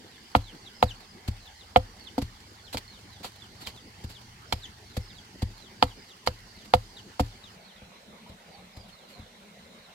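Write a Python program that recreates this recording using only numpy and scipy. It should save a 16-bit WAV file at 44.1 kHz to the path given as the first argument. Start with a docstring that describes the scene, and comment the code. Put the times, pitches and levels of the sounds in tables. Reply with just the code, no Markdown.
"""A quiet farm, a two-port microphone close to a bamboo post; chicks peep, an engine drones far off.
From the start a wooden tool handle tamps soil round the post, about twice a second: each stroke
crunches grit, knocks in the handle as it meets packed earth, and thuds in the ground.
Midway the strokes soften and push loose soil in; then the hard knocks return, some catching a stone.
For the last two seconds the work and the chicks are heard from a distance, beside a small stream."""
import sys
import numpy as np
from scipy import signal
from scipy.fft import rfft, irfft
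from scipy.io import wavfile
from scipy.ndimage import uniform_filter1d, minimum_filter1d

SR = 44100
rng = np.random.default_rng(int(sys.argv[2]) if len(sys.argv) > 2 else 0)


def transcribe(signal):
    """Save signal, clipped to [-1, 1], as a 16-bit WAV file at the path in sys.argv[1]."""
    frames = np.atleast_2d(signal).T
    limited = np.clip(frames, -1, 1)
    pcm = np.round(limited * 32767).astype(np.int16)
    wavfile.write(sys.argv[1], SR, pcm)


N = 438349
MOVE_S = 7.55  # the microphone moves to the stream

# each landing of the tip: start_s, knock_db, hardness_hz, thud_db, grit_db
STROKES = [(0.3514, 3, 2020, -15.5, -35), (0.8274, -1, 2400, -16.5, -26.5), (1.279, -31.5, 2490, -18, -32),
           (1.761, 0.5, 3080, -16.5, -33), (2.181, -12.5, 810, -30.5, -32), (2.219, -39.5, 2500, -22, -34),
           (2.746, -23, 940, -29, -37.5), (3.2457, -24.5, 3500, -45, -34.5),
           (3.6701, -47, 6000, -38.5, -34.5), (4.040, -42.5, 900, -27, -41),
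           (4.5256, -13, 9000, -23.5, -25), (4.9686, -23.5, 1820, -20, -30.5),
           (5.4216, -29, 1385, -16.5, -33), (5.8264, 1.5, 5270, -21.5, -28), (6.274, -7, 5230, -25, -31.5),
           (6.738, 0.5, 4000, -17, -25), (7.1963, -11, 2480, -15, -28.5), (7.2014, -17, 756, -29, -28.5),
           (7.819, -41, 900, -41.5, -60), (8.292, -46, 756, -39.5, -52), (8.768, -46.5, 990, -34.5, -47.5),
           (9.191, -47, 686, -36.5, -54)]
# spectrum of crumbling soil: frequency_hz, level_db
SOIL_SPECTRUM = [(200, -8.5), (600, -5), (1000, -2.5), (1600, -9), (2300, -7), (4600, -3), (5800, -15.5),
                 (7500, -10), (9500, -20.5), (11500, -10), (13000, -20), (16000, -23)]
# how the two microphone ports hear:
# frequency_hz, diffuse_correlation, left_over_right_db, knock_right_lag_rad, knock_extra_left_db
PORTS = [(100, 0.96, 1.5, -3, 8.5), (300, 0.93, 0, 0.5, 0), (695, 0.37, 0, -1.47, -1.5),
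         (1050, 0.1, -1.5, 1.92, -12), (1193, -0.85, -8.5, 0.6, 1), (1700, 0.43, -1.5, 4, 24.5),
         (2300, 0.48, 1.5, 5.5, -5.5), (3330, -0.37, 2, 5, -12), (4080, 0, -6.5, -1, -23),
         (12050, -0.023, -0.5, -9, -0.5)]


def handle(strength_db=27, flex_hz=380, flex_db_per_octave=11, neutral_hz=3400, grip=.008, grip_db=3):
    """The tip stops on packed earth: hard contact reaches higher modes, soft contact flexes the handle."""
    # the handle's ringing modes: pitch_hz, width_hz, level_db
    modes = [(227.6, 31, 12.5), (276.7, 23.3, 15.5), (505.8, 26.4, 15), (588, 33, 5.5), (714, 47, 11.5),
             (900, 56, 2), (1340, 98, 4.5), (2100, 300, 8.5), (2657, 220, 2), (3360, 280, 10)]
    # the dull knock under them: frequency_hz, level_db
    knock_spectrum = [(60, -37), (180, -34.5), (320, -20.5), (390, -20), (470, -11), (650, -7.5),
                      (850, -2.5), (1020, -4), (1350, -6.5), (1550, -19), (2300, -20.5), (4600, -20),
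                      (5400, -40), (12000, -53.5)]
    out, hz = np.zeros((2, N)), np.fft.rfftfreq(16384, 1 / SR)
    mode_hz, width, mode_db = np.transpose(modes)[:, :, None]
    rise = 14  # samples
    onset = np.sin(np.pi / 2 * np.minimum(np.arange(len(hz)) / rise, 1)) ** 2
    lean = amp(curve(PORTS, hz, column=4) / 2)
    ports = np.array([lean, np.exp(-1j * curve(PORTS, hz, column=3)) / lean])
    for s, knock_db, hard_hz, _, _ in STROKES:
        # the grip shifts each mode a little in pitch and level
        detune, swell = rng.standard_normal((2, len(modes), 1))
        offset = 2 * (hz - mode_hz * (1 + grip * detune)) / width
        peaks = (offset ** 2 + amp(mode_db + grip_db * swell) ** 2) / (offset ** 2 + 1)
        ring_db = 10 * np.log10(peaks).sum(0)
        flex_db = flex_db_per_octave * np.log2(neutral_hz / hard_hz)
        contact_db = flex_db / (1 + (hz / flex_hz) ** 4) - 10 * np.log10(1 + (hz / hard_hz) ** 4)
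        spectrum = ports * minimum_phase(curve(knock_spectrum, hz) + ring_db + contact_db)
        knock = np.roll(irfft(spectrum), rise, axis=1)[:, :len(hz)]
        add(out, s - rise / SR, -amp(strength_db + knock_db) * knock * onset)
    return out


def ground(push_s=.003, build_s=.01, level_db=1, lag_s=.01148, lag_halving_db=32.5, drift=.02):
    """The soil yields, then takes the weight as one soft push; the thud comes sooner after a weak knock."""
    # modes of the ground with the post in it: pitch_hz, level_db, t60_s
    modes = [(38.2, -18.5, 0.43), (73.9, 2.5, 0.087), (90, -11.5, 0.0278), (106.8, -8, 0.21),
             (193.5, -2.5, 0.044)]
    out, t = np.zeros((2, N)), np.arange(SR // 2) / SR
    hz, db, t60 = np.transpose(modes)[:, :, None]
    push = np.sin(np.pi * np.minimum(t / push_s, 1)) ** 2
    build = 1 - np.exp(-t / build_s) / 2
    for s, knock_db, _, thud_db, _ in STROKES:
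        detune = 1 + drift * rng.standard_normal(hz.shape)
        ring = (amp(db - 60 * t / t60) * np.cos(2 * np.pi * hz * detune * t)).sum(0)
        thud = signal.fftconvolve(ring * build, push / push.sum())[:len(t)]
        add(out, s + lag_s * 2 ** (knock_db / lag_halving_db), amp(level_db + thud_db) * thud)
    return highpass(out, 22)


def grit(grains_per_s=9000, spread_db=3, crush_s=.0086, doubling_db=74.5, trickle_db=-25, trickle_s=.071):
    """Soil grains snap under the tip as it lands or scrapes; a few crumbs roll on afterwards."""
    # the tip pushes loose soil towards the post: start_s, level_db, length_s
    scrapes = [(2.726, -32, 0.024), (2.772, -30, 0.013), (3.228, -36, 0.043), (3.604, -41, 0.033),
               (3.659, -37.5, 0.033), (4.088, -44, 0.035), (6.262, -30.5, .01), (8.88, -53, .025),
               (9.08, -50.5, .054)]
    power, t = np.zeros((1, N)), np.arange(SR // 3) / SR
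    crunches = list(scrapes)
    for s, knock_db, _, _, grit_db in STROKES:
        length = crush_s * 2 ** (-knock_db / doubling_db)  # a weak knock sinks in for longer
        crunches.append((s - .26 * length, grit_db, length))  # just ahead of the knock
        crunches.append((s + .0054, knock_db - 31, .01))  # the weight settles
    trickle = amp(trickle_db) * np.exp(-t / trickle_s)
    for s, db, length in crunches:
        crush = (1 - np.exp(-t / (.36 * length))) * np.exp(-(t / length) ** 2)
        add(power, s, (amp(db) * (crush + trickle)) ** 2)
    sizes = amp(spread_db * np.minimum(rng.exponential(1, (2, N)), 4)) * rng.choice([-1, 1], (2, N))
    grains = unit_rms(sizes * (rng.random((2, N)) < grains_per_s / SR))
    return diffuse(grains * np.sqrt(power), lambda hz: curve(SOIL_SPECTRUM, hz))


def stones(drift=.017):
    """A small stone stops the tip at once, so its higher modes ring."""
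    # the tip catches a stone: start_s, level_db
    hits = [(2.772, -24), (3.6724, -27.5), (4.5254, -22), (4.5285, -23), (5.827, -17.5), (6.274, -18),
            (6.739, -23)]
    # the clack of wood on stone: pitch_hz, level_db, t60_s
    modes = [(936, -8.5, 0.039), (2376, -2.5, 0.012), (3180, -0.5, 0.013), (4350, 3.5, 0.006)]
    out, t = np.zeros((2, N)), np.arange(SR // 10) / SR
    hz, db, t60 = np.transpose(modes)[:, :, None]
    port_lag = curve(PORTS, hz, column=3) * np.array([0, 1])[:, None, None]
    for s, level_db in hits:
        detune = 1 + drift * rng.standard_normal(hz.shape)
        ring = np.sin(2 * np.pi * hz * detune * t - port_lag)
        add(out, s, (amp(level_db + db - 60 * t / t60) * ring).sum(1))
    return out


def crumbs(per_s=18, level_db=-57, spread_db=2, decay_s=.0074):
    """Crumbs and dry leaves tick under hands and feet, heard only close to the post."""
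    t = np.arange(SR // 20) / SR
    sizes = amp(level_db + spread_db * np.minimum(rng.exponential(1, N), 3))
    ticks = sizes * (rng.random(N) < per_s / SR)
    level = signal.fftconvolve(ticks, np.exp(-t / decay_s))[:N] * (np.arange(N) / SR < MOVE_S)
    return diffuse(rng.standard_normal((2, N)) * level, lambda hz: curve(SOIL_SPECTRUM, hz))


def shuffles(centre_hz=240, db_per_octave=12):
    """Feet and clothes rub, soft and low, as the crouching worker shifts."""
    # each rub: start_s, level_db, length_s
    rubs = [(0.505, -45.5, 0.082), (3.195, -44, 0.032), (3.62, -45, 0.014), (5.341, -48, .035),
            (5.945, -48, 0.074)]
    level = np.zeros((1, N))
    for s, db, length in rubs:
        add(level, s, amp(db) * signal.windows.hann(round(length * SR)))
    return diffuse(rng.standard_normal((2, N)) * level, band(centre_hz, db_per_octave))


def peep(s, top_hz, slide, held_db, fall_db, mid_hz=3470, end_hz=2480, sag_hz_per_s=3000, knee_hz=110):
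    """A thin note is held, sags, then slides through the throat's two resonances; gives start and sound."""
    above_usual_hz = top_hz - 4425  # higher calls are held longer and are brighter
    hold_s = max(.06 + .00007 * above_usual_hz, 0)
    overtone_db = fall_db - 25 + .0132 * above_usual_hz
    lead_s = hold_s + (top_hz - sag_hz_per_s * hold_s - mid_hz) / slide
    t = np.arange(-lead_s, (mid_hz - end_hz) / slide, 1 / SR)
    wobble, *flutter = unit_rms(uniform_filter1d(rng.standard_normal((3, SR)), 300))[:, :len(t)]
    sagging, sliding = top_hz - sag_hz_per_s * (t + lead_s), mid_hz - slide * t
    hz = -knee_hz * np.logaddexp(-sagging / knee_hz, -sliding / knee_hz)  # the lower of the two, rounded
    hz *= 1 + .0092 * wobble
    phase = 2 * np.pi * np.cumsum(hz) / SR + rng.uniform(-.24, 1, (2, 1))
    held = amp(held_db) * hump(hz, top_hz, width_hz=1100)
    throat = amp(fall_db) * hump(hz, centre_hz=3380, width_hz=640)
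    overtone = amp(overtone_db) * hump(2 * hz, centre_hz=6500, width_hz=1280)
    voice = (held + throat) * np.sin(phase) + overtone * np.sin(2 * phase)
    return s - lead_s, amp(5.5 * np.array(flutter)) * voice * signal.windows.tukey(len(t), .15)


def chicks(faint_count=12, faint_db=-63, low_hz=4200, high_hz=5100, slide_hz_per_s=22000):
    """Clear peeps stand out over the faint calls of the rest of the brood."""
    # the clearest peeps: mid_fall_s, top_hz, slide_hz_per_s, held_db, fall_db
    clear_peeps = [(.385, 5050, 21700, -58, -57), (0.482, 4320, 19000, -79, -46.5),
                   (0.676, 4720, 27300, -63, -46), (0.899, 5250, 31850, -55, -39.5),
                   (1.05, 4560, 22000, -58.5, -73), (1.19, 5200, 38000, -60, -61),
                   (1.477, 4400, 31700, -67, -48), (1.622, 4275, 38000, -57.5, -49),
                   (2.075, 4550, 36000, -59, -43), (2.676, 4610, 37700, -64, -45),
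                   (2.96, 4390, 22000, -51.5, -55), (3.17, 4220, 16000, -55.5, -65),
                   (3.425, 4390, 18200, -64, -54.5), (3.665, 4485, 30100, -60, -42),
                   (3.783, 4580, 25600, -62, -53), (4.163, 4850, 26000, -59, -47),
                   (4.646, 5380, 32000, -57, -41), (4.95, 4420, 20000, -58, -73),
                   (5.111, 4500, 33800, -63, -53), (5.185, 5290, 24700, -54, -49.5),
                   (5.661, 4310, 16100, -59, -58), (5.901, 4500, 21860, -62, -53),
                   (6.113, 5170, 27700, -56.5, -46.5), (6.612, 4790, 20000, -57, -55.5),
                   (6.982, 5180, 32000, -59, -39.5), (7.459, 4940, 18230, -77, -49),
                   (7.701, 4500, 26300, -64, -50.5), (8.6, 4910, 22000, -59, -60),
                   (8.885, 5090, 24200, -56.5, -60), (9.01, 4350, 15000, -57.5, -68),
                   (9.25, 4380, 9000, -59, -79), (9.683, 4400, 16000, -66, -68),
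                   (9.875, 4460, 23900, -60, -62)]
    out = np.zeros((2, N))
    for row in clear_peeps:
        add(out, *peep(*row))
    for k, (when, pitch, pace, soft) in enumerate(rng.random((faint_count, 4))):
        s = (k + when) / faint_count * N / SR
        top_hz = low_hz + (high_hz - low_hz) * pitch ** 2
        db = faint_db + 1 - 2 * soft
        add(out, *peep(s, top_hz, slide_hz_per_s * (.5 + pace), db, db))
    return out


def bubbles(faint_count=55, faint_db=-60, low_hz=480, high_hz=1150, decay_cycles=16, glide=.052):
    """Bubbles in the stream ring briefly and rise in pitch: a few loud ones among many faint."""
    # the loudest bubbles: start_s, pitch_hz, level_db
    loudest = [(8.262, 934, -47), (8.545, 775, -44.5), (8.592, 763, -49.5), (9.16, 689, -49)]
    out, t = np.zeros((2, N)), np.arange(SR // 8) / SR
    faint = [(MOVE_S + when * (N / SR - MOVE_S),
              low_hz * (high_hz / low_hz) ** pitch,
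              faint_db + 6 * np.log(loud + .04)) for when, pitch, loud in rng.random((faint_count, 3))]
    for s, hz, db in list(loudest) + faint:
        age = t * hz / decay_cycles
        port_phase = np.array([[0], [rng.random()]])
        ring = np.sin(2 * np.pi * hz * t * (1 + glide * age / 2) + port_phase)
        add(out, s, amp(db) * ring * (1 - np.exp(-10 * age)) * np.exp(-age))
    return out


def engine(waver_db=1, rumble_db=-9):
    """Only low multiples of a far engine's firing rate carry; each wavers on the way, over a rumble."""
    # the engine speeds up and eases off: time_s, firing_hz, level_db
    running = [(0.0, 22.5, -70), (1.0, 22.4, -67.5), (1.54, 16.7, -58), (3.32, 23.1, -58),
               (4.72, 24.2, -56.5), (5.22, 21.7, -60), (5.75, 24.0, -65), (7.5, 20.7, -63)]
    # its drone: firing_multiple, level_db
    harmonics = [(3, -1), (4, 0), (5, 1.5), (6, -6)]
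    s, firing_hz, db = np.transpose(running)
    t, knots = np.arange(N) / SR, np.arange(0, N / SR + 1, .1)
    firings = np.cumsum(np.interp(t, s, firing_hz)) / SR
    drone = np.zeros(N)
    for k, line_db in harmonics:
        waver = waver_db * np.interp(t, knots, rng.standard_normal(len(knots)))
        drone += amp(line_db + waver) * np.sin(2 * np.pi * (round(k) * firings + rng.random()))
    rumble = diffuse(rng.standard_normal((2, N)), band(centre_hz=100, db_per_octave=14))
    return amp(np.interp(t, s, db)) * (unit_rms(drone) + amp(rumble_db) * rumble)


def air(by_stream, level_db, flicker_db):
    """The outdoor wash at either microphone position flickers in patches, less so in the treble."""
    # open air near the post: frequency_hz, level_db
    yard = [(15, -61.5), (25, -9), (102, -6), (153, -14), (185, -11.5), (416, -7.5), (545, -14),
            (818, -16.5), (1070, -13), (2110, -12.5), (2480, -18), (3080, -12.5), (4740, -21.5),
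            (5570, -16.5), (16000, -34)]
    # open air by the stream: frequency_hz, level_db
    stream = [(15, -52), (25, -33), (39, -13), (131, -19.5), (187, -9), (246, -15.5), (274, -21.5),
              (541, -12.5), (1160, -19), (2290, -21), (3080, -21.5), (4050, -18), (4640, -24.5),
              (14900, -38), (16600, -51)]
    # narrow humps in the wash: centre_hz, width_hz, near_post_db, by_stream_db
    humps = [(105, 22, 4, 2.5), (194.7, 56, 10, 6.5), (820, 135, 8, 0.5), (2115, 230, 2, 4),
             (4626, 500, 9.5, -2), (11700, 280, 3, -3)]
    hz, _, cells = signal.stft(rng.standard_normal((2, N)), SR, nperseg=1024, noverlap=768)
    patches = uniform_filter1d(rng.standard_normal(cells.shape[1:]), 8, axis=0)
    patches = unit_rms(uniform_filter1d(patches, 9, axis=1))
    cells *= amp(flicker_db * patches / (1 + hz[:, None] / 5000))
    noise = signal.istft(cells, SR, nperseg=1024, noverlap=768)[1][:, :N]

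    def colour_db(f):
        humps_db = sum((far_db if by_stream else near_db) * hump(f, centre, width)
                       for centre, width, near_db, far_db in humps)
        return curve(stream if by_stream else yard, f) + humps_db
    return amp(level_db) * diffuse(unit_rms(noise), colour_db)


def echoes(x, t60_s, wet_db):
    """Faint scattered echoes come back from the post, the slats and the slope."""
    t = np.arange(SR // 2) / SR
    taps = rng.standard_normal((2, len(t))) * (rng.random((2, len(t))) < .06)
    taps *= (t > .002) * amp(-60 * t / t60_s)
    taps /= np.linalg.norm(taps, axis=1, keepdims=True)
    return amp(wet_db) * signal.fftconvolve(x, taps, axes=1)[:, :N]


def diffuse(x, colour_db):
    """Colours two unrelated signals at equal power; the ports hear the long waves alike."""
    hz = np.fft.rfftfreq(N, 1 / SR)
    a, b = rfft(x) * unit_rms(amp(colour_db(hz)))
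    correlation = np.clip(curve(PORTS, hz), -.99, .99)
    mid, side = a * np.sqrt((1 + correlation) / 2), b * np.sqrt((1 - correlation) / 2)
    return irfft(np.array([mid + side, mid - side]), N)


def minimum_phase(gain_db):
    """The spectrum with this colour that answers a blow at once and then dies away."""
    log_gain = np.log(amp(gain_db))
    phase = -signal.hilbert(np.r_[log_gain, log_gain[-2:0:-1]]).imag[:len(log_gain)]
    return np.exp(log_gain + 1j * phase)


def curve(table, hz, column=1):
    """One column of a table, joined on a log-frequency axis."""
    columns = np.transpose(table)
    return np.interp(np.log(hz + 1), np.log(columns[0] + 1), columns[column])


def band(centre_hz, db_per_octave):
    return lambda hz: -db_per_octave * abs(np.log2((hz + 1) / centre_hz))


def hump(hz, centre_hz, width_hz):
    return np.exp(-((hz - centre_hz) / width_hz) ** 2)


def highpass(x, hz):
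    return signal.sosfilt(signal.butter(2, hz, "high", fs=SR, output="sos"), x)


def amp(db):
    return 10 ** (np.asarray(db) / 20)


def unit_rms(x):
    return x / np.sqrt(np.mean(x ** 2) + 1e-20)


def add(mix, s, sound):
    part = mix[:, max(round(s * SR), 0):][:, :sound.shape[-1]]
    part += sound[..., :part.shape[-1]]


def scene():
    """The work and the chicks, first from beside the post, then from the stream."""
    knocks, peeps = handle() + stones(), chicks()
    far = np.clip((np.arange(N) / SR - MOVE_S) / .016, 0, 1)
    near_air = air(by_stream=False, level_db=-52.5, flicker_db=4)
    far_air = air(by_stream=True, level_db=-53, flicker_db=3.5)
    # only the short waves bounce off the post and the slats
    bounce = echoes(highpass(knocks, 1200), t60_s=.035, wet_db=-8.5)
    tail = echoes(knocks, t60_s=.2, wet_db=-28)
    # from far off the direct peeps weaken while their echoes stay
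    birds = amp(-4 - 1.4 * far) * peeps + echoes(peeps, t60_s=.14, wet_db=-9.5)
    work = knocks + bounce + tail + ground() + grit() + crumbs() + shuffles()
    return work + birds + bubbles() + np.sqrt(1 - far) * (near_air + engine()) + np.sqrt(far) * far_air


def record(dry, ceiling=.97, top_hz=16150):
    """The two microphone ports differ in colour; a fast limiter holds the peaks; the top treble is cut."""
    tilt_db = curve(PORTS, np.fft.rfftfreq(N, 1 / SR), column=2)
    heard = irfft(rfft(dry) * amp(np.array([tilt_db, -tilt_db]) / 2), N)
    allowed = ceiling / np.maximum(abs(heard).max(0), ceiling)
    limited = heard * uniform_filter1d(minimum_filter1d(allowed, size=41), size=41)
    lowpass = signal.firwin(511, top_hz, window=("kaiser", 9), fs=SR)
    return signal.oaconvolve(limited, lowpass[None], "same")


dry = scene()
out = record(dry)
transcribe(out)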